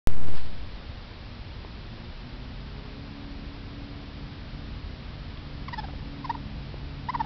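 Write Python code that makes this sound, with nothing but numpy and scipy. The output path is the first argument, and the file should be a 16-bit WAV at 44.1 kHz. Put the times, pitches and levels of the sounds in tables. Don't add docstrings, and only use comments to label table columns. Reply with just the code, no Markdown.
import sys
import numpy as np
from scipy import signal
from scipy.fft import rfft, irfft, next_fast_len
from scipy.io import wavfile
from scipy.ndimage import uniform_filter1d

SR = 44100
rng = np.random.default_rng(int(sys.argv[2]) if len(sys.argv) > 2 else 0)


def transcribe(signal):
    frames = np.atleast_2d(signal).T
    limited = np.clip(frames, -1, 1)
    pcm = np.round(limited * 32767).astype(np.int16)
    wavfile.write(sys.argv[1], SR, pcm)


N = 319725
TIME = np.arange(N) / SR
SWITCH_ON_S, INPUT_BAND_HZ = .0725, 5370

# (time [s], length [s], pitch [Hz], glide [share of pitch], hoarse lead-in [share of length],
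# level [dB], octave [relative dB], upper overtones and breath [relative dB])
CHIRP_CALLS = [ (5.68, 0.013, 1082, -0.25, 0.08, -35.5, -6.5, -9),
               (5.725, 0.023, 971, 0.045, .2, -34, -2.5, -8), (5.775, 0.028, 879, 0, .14, -31.5, -9.5, -10),
               (5.825, .030, 795, -0.017, .52, -35, -12, -15),
               (5.891, .014, 790, 0.086, .12, -48, -24, -18),
               (6.241, .021, 1030, -0.18, 0.17, -32.5, -16.5, -14),
               (6.2924, 0.021, 931, 0.16, 0.1, -24, -15, -19.5),
               (6.336, .022, 943, 0.012, 0.54, -31.5, -20, -22.5),
               (7.085, .022, 1000, .2, 0.051, -25.5, -11.5, -19),
               (7.135, 0.027, 982, 0.00071, 0.48, -23, -16.5, -25),
               (7.193, 0.025, 911, 0.028, 0.37, -21.5, -17.5, -25),
               (7.243, 0.024, 910, 0.093, 0.5, -26, -16, -26)]
# (frequency [Hz], gain [dB])
MOUTH_RESPONSE = [(2400, -20.5), (2900, -1.5), (3600, 1), (4200, -6.5), (5000, 2.5), (6000, -7)]
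# (time [s], peak level [dB], ring frequency [Hz], grit [0-1])
SHORT_PULSES = [(1.648, -28.5, 750, 1), (5.374, -35, 3300, 0), (5.886, -28, 646, 0.5),
                (5.936, -33.5, 450, .5), (6.742, -26.5, 324, .4)]
# (time [s], firing rate [Hz])
FIRING_RATE = [(1.6, 54), (2.0, 57.62), (2.6, 68.35), (3.0, 70.1), (3.25, 70.36), (5.05, 72.02),
               (6.1, 70.7), (6.8, 69.53), (7.25, 70.17)]
# (base level on reaching cruise [dB], drift [dB/s])
ENGINE_ORDERS = [(-53.5, 1.73), (-58.5, 0.44), (-59, -0.49), (-69.5, -3)]
# (frequency [Hz], half width at 1/e [Hz], lift [dB])
ORDER_RESONANCES = [(139.5, 3.4, 3), (211.1, 3.6, 6.5), (282.33, 4.9, 11), (416.5, 6, 13.5)]
# (frequency [Hz], relative spectral density [dB])
RUMBLE_SPECTRUM = [(8.8, -29.5), (15, -8), (22, -1.5), (48, 3.5), (113, -4.5), (141, -9.5), (167, -8.5),
                   (241, -14.5), (314, -16.5), (600, -27), (780, -50.5), (1320, -120)]
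# (frequency [Hz], relative spectral density [dB])
HISS_SPECTRUM = [(250, -4), (500, 4), (900, 3), (1400, 0.5), (2500, -1), (4000, -2), (5000, -5),
                 (5400, -9.5), (5800, -19.5), (6200, -38)]


def chirp(length, pitch_hz, glide, lead_in, level_db, octave_db, upper_db,
          arch=.08, jitter=.14, shimmer=.7, rasp_hz=520, lead_db=-11):
    size = round(length * SR)
    progress = np.linspace(0, 1, size)
    loose = 1 / (1 + np.exp((progress - lead_in) / .065))
    roughness = (.15 + .3 * lead_in) * (.5 + loose)
    pitch = pitch_hz * (1 + glide * (progress - .5) - arch * (2 * progress - 1) ** 2)
    pitch *= 1 + .34 * lead_in * np.exp(-((progress - lead_in) / .13 + .87) ** 2)
    phase = 2 * np.pi * np.cumsum(pitch * (1 + jitter * roughness * flutter(rasp_hz, size))) / SR
    tone = np.sin(phase) + from_db(octave_db) * np.sin(2 * phase)
    upper = sum(from_db(at_hz(MOUTH_RESPONSE, k * pitch)) * np.sin(k * phase) for k in range(3, 7))
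    half_harmonic = from_db(-8) * roughness * np.sin(1.5 * phase)
    breath = from_db(upper_db - 5) * rng.standard_normal(SR)[:size] * (1 + np.sin(phase))
    voiced = from_db(lead_db * loose) * (tone + half_harmonic + .5 * from_db(upper_db) * upper)
    swell = np.abs(np.sin(np.pi * progress)) ** .31
    flicker = 1 + shimmer * roughness * flutter(rasp_hz, size)
    return np.sqrt(2) * from_db(level_db) * swell * flicker * (voiced + breath)


def raccoon():
    out = np.zeros(N)
    for start_s, *shape in CHIRP_CALLS:
        add(out, start_s, chirp(*shape))
    return out


def pulses(decay_s=.00089):
    out, t = np.zeros(N), TIME[:SR // 50]
    for start_s, peak_db, ring_hz, grit in SHORT_PULSES:
        noise = grit * rms_one(lowpass(rng.standard_normal(len(t)), 3 * ring_hz))
        ring = np.cos(2 * np.pi * ring_hz * t)
        pulse = lowpass(np.exp(-t / decay_s) * (ring + noise), 1.7 * ring_hz)
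        add(out, start_s, -from_db(peak_db) * pulse / np.abs(pulse).max())
    return out


def patio(direct, echo_db=-19, t60_s=.1, delay_s=.00046):
    t = TIME[:SR // 5]
    echoes = rng.standard_normal(len(t)) * from_db(-60 * t / t60_s) * (t > delay_s)
    return direct + from_db(echo_db) * signal.fftconvolve(direct, echoes / np.linalg.norm(echoes))[:N]


def engine(wobble=.0024, throb_db=2.5, load_db=8.5, full_load_hz_per_s=26, cruise_s=2.97):
    rate = np.interp(TIME, *np.transpose(FIRING_RATE))
    phase = 2 * np.pi * np.cumsum(rate * (1 + wobble * flutter(9, N))) / SR
    acceleration = uniform_filter1d(np.gradient(rate) * SR, size=SR // 4)
    load = np.clip(acceleration / full_load_hz_per_s, 0, 1)
    drone = 0
    for k, (cruise_db, db_per_s) in zip((2, 3, 4, 6), ENGINE_ORDERS):
        base_db = cruise_db + db_per_s * (TIME - cruise_s)
        lift_db = sum(db * np.exp(-((k * rate - hz) / width) ** 2) for hz, width, db in ORDER_RESONANCES)
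        level_db = base_db + lift_db + load_db * load + throb_db * flutter(10, N)
        drone += from_db(level_db) * np.sin(k * phase)
    fade_in = np.interp(TIME, [1.5, 1.95], [0, 1])
    return np.sqrt(2) * drone * fade_in


def rumble(start_db=-41, rise_db_per_s=.3767, swell_db=.5):
    level_db = start_db + rise_db_per_s * TIME + swell_db * flutter(4.5, N)
    return from_db(level_db) * coloured_noise(RUMBLE_SPECTRUM)


def hum(hz=240.3, level_db=-56.5, waver_db=3):
    amplitude = np.sqrt(2) * from_db(level_db + waver_db * flutter(6.8, N))
    return amplitude * np.sin(2 * np.pi * hz * TIME + .69 * flutter(2, N))


def hiss(level_db=-49, wake_s=.38, rise_db_per_s=117, overshoot_db=5, settle_s=.023):
    since = TIME - wake_s
    fade_db = rise_db_per_s * np.minimum(since, 0)
    excess_db = overshoot_db * np.exp(-np.maximum(since, 0) / settle_s)
    return from_db(level_db + fade_db + excess_db) * coloured_noise(HISS_SPECTRUM)


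def switch_on(jump=.32, hold_s=.29, settle_s=.098, buzz_hz=78, buzz_db=-35, step=.016, dither=.0015):
    since = TIME - SWITCH_ON_S
    offset = -jump * np.exp(-np.maximum(since - hold_s, 0) / settle_s)
    cycles = np.cumsum(buzz_hz * (1 + .15 * flutter(40, N))) / SR
    sawtooth = from_db(buzz_db + 2 * flutter(60, N)) * (2 * (cycles % 1) - 1)
    stairs = step * np.round((sawtooth + dither * flutter(4000, N)) / step)
    return offset + lowpass(stairs * (since < hold_s), INPUT_BAND_HZ, order=14)


def from_db(db):
    return 10 ** (np.asarray(db) / 20)


def rms_one(x):
    return x / np.sqrt(np.mean(x ** 2) + 1e-20)


def at_hz(spectrum, hz):
    known_hz, db = np.transpose(spectrum)
    return np.interp(np.log(hz + 1e-3), np.log(known_hz), db)


def lowpass(x, hz, order=2):
    return signal.sosfilt(signal.butter(order, min(hz, .45 * SR), fs=SR, output="sos"), x)


def flutter(rate_hz, size):
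    knots = rng.standard_normal(4096)
    return np.interp(np.arange(size) * rate_hz / SR, np.arange(len(knots)), knots)


def coloured_noise(spectrum):
    size = next_fast_len(N)
    hz = np.arange(size // 2 + 1) * SR / size
    gain = from_db(at_hz(spectrum, hz)) * (hz < spectrum[-1][0])
    return rms_one(irfft(rfft(rng.standard_normal(size)) * gain, size)[:N])


def add(track, start_s, sound):
    start = min(round(start_s * SR), N)
    track[start:start + len(sound)] += sound[:N - start]


def scene():
    near = lowpass(patio(raccoon() + pulses()), INPUT_BAND_HZ, order=20)
    return (near + engine() + rumble() + hum() + hiss())[None]


def record(dry, stopband_hz=17000):
    live = (dry + switch_on()) * (TIME >= SWITCH_ON_S)
    treble_cut = signal.cheby2(12, 70, stopband_hz, fs=SR, output="sos")
    return signal.sosfilt(treble_cut, live)


dry = scene()
out = record(dry)
transcribe(out)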